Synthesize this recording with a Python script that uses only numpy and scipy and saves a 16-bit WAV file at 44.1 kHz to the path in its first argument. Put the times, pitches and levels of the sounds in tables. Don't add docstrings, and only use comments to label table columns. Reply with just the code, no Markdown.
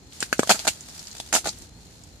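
import sys
import numpy as np
from scipy import signal
from scipy.fft import rfft, irfft, next_fast_len
from scipy.io import wavfile
from scipy.ndimage import map_coordinates

SR = 44100
rng = np.random.default_rng(int(sys.argv[2]) if len(sys.argv) > 2 else 0)


def transcribe(u):
    v = np.clip(np.atleast_2d(u).T, -1, 1)
    q = np.round(v * 32767).astype(np.int16)
    wavfile.write(sys.argv[1], SR, q)


N = 97020
M = next_fast_len(N + SR // 2)
FREQ = np.fft.rfftfreq(M, 1 / SR)
TIME = np.arange(N) / SR
SHORT = TIME[:SR // 12]

# frequency in Hz, relative level in dB.
CRACK_SPECTRUM = [(100, -8.5), (900, -8), (1400, -3), (2200, 3), (3000, -2), (5000, -3.5), (7500, -1.5),
                  (10000, -2), (14500, -10)]


def amp(db):
    return 10 ** (np.asarray(db) / 20)


def unit(x):
    return x / np.sqrt(np.mean(x ** 2) + 1e-20)


def along(points, hz):
    point_hz, value = np.transpose(points)
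    return np.interp(np.log(hz + 1), np.log(point_hz), value)


def fade(t, t60):
    return np.exp(-np.log(1000) * t / t60)


def filtered(x, response):
    return irfft(rfft(x, M) * response, M)[..., :N]


def coloured(x, points):
    cepstrum = irfft(np.log(amp(along(points, FREQ))), M)
    cepstrum[1:M // 2] *= 2
    cepstrum[M // 2 + 1:] = 0
    return filtered(x, np.exp(rfft(cepstrum)))


def noise(points):
    return unit(coloured(rng.standard_normal((2, N)), points))


def grains(per_s, spread_db):
    struck = rng.random(N) < per_s / SR
    size = struck * amp(spread_db * np.clip(rng.standard_normal(N), -2, 2))
    return unit(size * rng.standard_normal((2, N)))


def add(track, s, sound):
    i = max(round(s * SR), 0)
    track[..., i:i + sound.shape[-1]] += sound[..., :N - i]


def ring(hz, t60):
    return np.sin(2 * np.pi * hz * SHORT) * fade(SHORT, t60)


def burst(carrier, t60):
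    attack_s = 0.00023
    shape = fade(SHORT, t60) * (1 - np.exp(-SHORT / attack_s))
    x = carrier * shape
    return x * np.linalg.norm(shape) / np.linalg.norm(x, axis=1, keepdims=True)


def from_right(x):
    left_lag_s = 0.00008
    half_lags = np.array([[-1], [1]])
    return filtered(x, np.exp(np.pi * 1j * FREQ * left_lag_s * half_lags))


def snaps():
    # start in seconds, knock pitch in Hz, knock level in dB,
    # shell clack pitch in Hz, clack level in dB, crack level in dB.
    fractures = [(0.2266, 435, -20, 1530, -9.5, -16.5), (0.3278, 566, -8, 1500, -1, -16.5),
                 (0.3934, 444, 1.5, 1380, -5, -14.5), (0.4322, 600, -11.5, 1100, -10.5, -23),
                 (0.4340, 600, -19.5, 1190, -22, -45), (0.4735, 600, -21.5, 1560, -23.5, -24),
                 (.4950, 715, -7, 1430, -11.5, -10), (0.5006, 760, -17, 1220, -3, -22),
                 (0.5044, 796, 1.5, 1330, -18, -11.5), (0.51, 860, -1, 1380, -1, -9),
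                 (0.5146, 860, -2, 2380, -4.5, -17), (0.5196, 710, -8, 1290, -20, -12.5),
                 (0.6555, 750, -22.5, 1490, -30, -30), (0.6702, 790, -12.5, 1370, -18, -18.5),
                 (0.6765, 846, -7.5, 1380, -16, -9), (0.6813, 844, -10, 1420, -13, -15.5),
                 (0.687, 770, -17, 2850, -13, -23.5), (1.1505, 680, -34.5, 1470, -37, -33),
                 (1.2006, 740, -22, 3440, -22, -25), (1.3277, 770, -17, 1470, -10, -15),
                 (1.3376, 770, -9, 1370, -10.5, -14), (1.3515, 710, -7, 2870, -13, -9.5),
                 (1.3597, 690, -14.5, 1140, -24, -28), (1.3627, 680, -16.5, 1350, -8, -18),
                 (1.4597, 610, -15, 1400, -21, -27), (1.4719, 550, -14.5, 1400, -30, -20.5)]
    knock_cycles = 4.3
    thud_hz, thud_t60_s, crack_t60_s = 231, 0.011, 0.018
    thud_db_at_700_hz, thud_db_per_octave = -4, 14.5
    body, cracks = np.zeros(N), np.zeros((2, N))
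    bright = noise(CRACK_SPECTRUM)
    for s, hz, knock_db, clack_hz, clack_db, crack_db in fractures:
        knock = amp(knock_db) * ring(hz, knock_cycles / hz)
        thud_db = knock_db + thud_db_at_700_hz + thud_db_per_octave * np.log2(700 / hz)
        thud = amp(thud_db) * ring(thud_hz, thud_t60_s)
        add(body, s, knock + thud + amp(clack_db) * clack(clack_hz))
        carrier = bright[:, round(s * SR):][:, :len(SHORT)]
        add(cracks, s, amp(crack_db) * burst(carrier, crack_t60_s))
    return from_right(body) + cracks


def clack(hz):
    t60_s, overtone_ratio, overtone_db = 0.0084, 1.786, -6.5
    overtone = ring(overtone_ratio * hz, t60_s / overtone_ratio)
    return ring(hz, t60_s) - amp(overtone_db) * overtone


def crunches():
    # start in seconds, length in seconds before the decay,
    # splinter level in dB, body level in dB.
    crumblings = [(0.203, 0.037, -36, -50.5), (0.4931, 0.018, -18, -19.5), (0.542, 0.015, -36, -31),
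                  (0.59, 0.013, -36.5, -41.5), (0.647, 0.0052, -34.5, -35.5), (0.674, 0.01, -25, -35),
                  (1.3257, 0.0078, -25.5, -37), (1.34, 0.025, -20.5, -24), (1.37, 0.011, -29.5, -31),
                  (1.443, 0.02, -35, -39), (1.455, 0.033, -31.5, -33)]
    # frequency in Hz, relative level in dB.
    body_spectrum = [(100, -32), (200, 7.5), (400, -13), (650, -0.5), (880, -2), (1050, -11), (1400, 0),
                     (2100, -18), (5000, -46)]
    attack_s, splinter_t60_s, body_t60_s = 0.00062, 0.087, 0.038
    splinter_power, body_power = np.zeros(N), np.zeros(N)
    for s, length, splinter_db, body_db in crumblings:
        rise = np.clip((TIME - s) / attack_s, 0, 1)
        after = np.maximum(TIME - s - length, 0)
        splinter_power += (amp(splinter_db) * rise * fade(after, splinter_t60_s)) ** 2
        body_power += (amp(body_db) * rise * fade(after, body_t60_s)) ** 2
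    fractures = grains(per_s=2200, spread_db=2)
    splinters = np.sqrt(splinter_power) * unit(coloured(fractures, CRACK_SPECTRUM))
    body = np.sqrt(body_power) * unit(coloured(fractures[0], body_spectrum))
    return splinters + from_right(body)


def chips():
    # start in seconds, level in dB, pitch in Hz.
    landings = [(0.124, -33, 2890), (0.2048, -17, 7520), (0.3807, -30, 6000), (0.5923, -18, 3980),
                (0.808, -27.5, 7150), (0.8948, -32, 5500), (0.993, -27, 5500), (1.071, -28, 5400),
                (1.1138, -29.5, 5050), (1.182, -29.5, 5150), (1.3416, -10, 6520), (1.4885, -19, 5840),
                (1.4915, -17, 5420), (1.586, -31.5, 9040), (1.621, -34, 7100), (2.0368, -36, 7270)]
    tick_t60_s, tick_width_octaves = 0.0067, 0.41
    clink_db, clink_t60_s = -12.5, 0.022
    out = np.zeros((2, N))
    short_hz = np.fft.rfftfreq(len(SHORT), 1 / SR)
    for s, db, hz in landings:
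        octaves_off = np.log2((short_hz + 1) / hz)
        band = np.exp(-.5 * (octaves_off / tick_width_octaves) ** 2)
        white = rng.standard_normal((2, len(SHORT)))
        tick = burst(unit(irfft(rfft(white) * band, len(SHORT))), tick_t60_s)
        clink = amp(clink_db) * ring(hz, clink_t60_s)
        add(out, s, amp(db) * (tick + clink))
    return out


def foliage(x, count=14):
    # frequency in Hz, level in dB.
    echo_spectrum = [(250, -9.5), (800, -5.5), (1600, -5.5), (4000, 1.5), (14000, 1)]
    out = np.zeros((2, N))
    for part in np.array_split(np.arange(N), count):
        add(out, part[0] / SR, signal.fftconvolve(x[:, part], leaf_echo(), axes=1))
    return coloured(out, echo_spectrum)


def leaf_echo():
    # frequency in Hz, t60 in seconds.
    tail_decay = [(300, 0.053), (5000, 0.12), (14000, 0.14)]
    tail_db, near_db, near_t60_s = -6.5, -4.5, 0.051
    hz, t, bins = signal.stft(rng.standard_normal((2, SR // 2)), SR, nperseg=256)
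    decay = fade(t, along(tail_decay, hz)[:, None])
    tail = signal.istft(bins * decay, SR, nperseg=256)[1]
    near = rng.standard_normal(tail.shape) * fade(np.arange(tail.shape[1]) / SR, near_t60_s)
    tail_part = amp(tail_db) * tail / np.linalg.norm(tail[0])
    return tail_part + amp(near_db) * near / np.linalg.norm(near[0])


def rustle():
    # time in seconds, level in dB beneath the clumps.
    base_level = [(.07, -63.5), (.15, -45.5), (.29, -48.5), (.55, -35.5), (.8, -47.5), (.99, -44),
                  (1.28, -47.5), (1.64, -48.5), (1.71, -62), (1.87, -54), (2.15, -58.5)]
    # frequency in Hz, relative level in dB.
    fine_spectrum = [(200, -3.5), (700, -3), (1200, 0), (2700, -1.5), (4500, 1), (7000, -1), (10000, 0),
                     (14500, -5.5)]
    clumps_per_s, clump_db = 170, 3
    points = rng.standard_normal(N * clumps_per_s // SR + 2)
    clumps = map_coordinates(points, [TIME * clumps_per_s])
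    level_db = np.interp(TIME, *np.transpose(base_level)) + clump_db * np.maximum(clumps, 0)
    clicks = grains(per_s=9000, spread_db=0.5)
    return amp(level_db) * unit(coloured(clicks, fine_spectrum))


def outdoors():
    # frequency in Hz, relative level in dB.
    rumble_spectrum = [(20, -59), (32, -19.5), (55, 4), (160, -3), (400, -12), (3000, -50.5),
                       (10000, -35.5)]
    hiss_spectrum = [(300, 12.5), (2700, 6.5), (4200, 3), (7000, 3), (14500, -32)]
    # centre in seconds, rise in dB.
    bumps = [(1.459, 14), (1.619, 6), (1.78, 4.5)]
    bump_width_s = 0.014
    rumble_db, side_db, hiss_db = -48, -12, -57
    mid, side = noise(rumble_spectrum)
    swell_db = sum(db * np.exp(-.5 * ((TIME - s) / bump_width_s) ** 2) for s, db in bumps)
    signs = np.array([[1], [-1]])
    rumble = (mid + signs * amp(side_db) * side) * amp(rumble_db + swell_db)
    return rumble + amp(hiss_db) * noise(hiss_spectrum)


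def whine():
    centre_hz, width_hz, level_db = 4190, 90, -65
    band = np.exp(-.5 * ((FREQ - centre_hz) / width_hz) ** 2)
    tone = unit(filtered(rng.standard_normal(N), band))
    return amp(level_db) * tone * np.array([[1], [0]])


def scene():
    low_cut_hz = 308
    high_pass = signal.butter(2, low_cut_hz, "high", fs=SR, output="sos")
    ice = signal.sosfilt(high_pass, snaps() + crunches() + chips())
    return ice + foliage(ice) + rustle() + outdoors() + whine()


def record(dry):
    # frequency in Hz, level in dB.
    left_port = [(500, -2.5), (850, 1.5), (1050, -3.5), (1600, -0.5), (2200, -4), (3300, 2), (4600, 5),
                 (6800, -1), (9500, -4), (11500, -8.5), (14000, -25)]
    right_port = [(500, -2.5), (850, 2), (1050, -5), (1600, -4), (2200, -1.5), (3300, -4), (5200, -1),
                  (7000, 7.5), (9000, -2), (11500, -3.5), (14000, -4.5)]
    ceiling, top_hz = 0.67, 14900
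    x = np.array([coloured(dry[0], left_port), coloured(dry[1], right_port)])
    x = x / (1 + (x / ceiling) ** 4) ** (1 / 4)
    return filtered(x, 1 / np.sqrt(1 + (FREQ / top_hz) ** 160))


dry = scene()
out = record(dry)
transcribe(out)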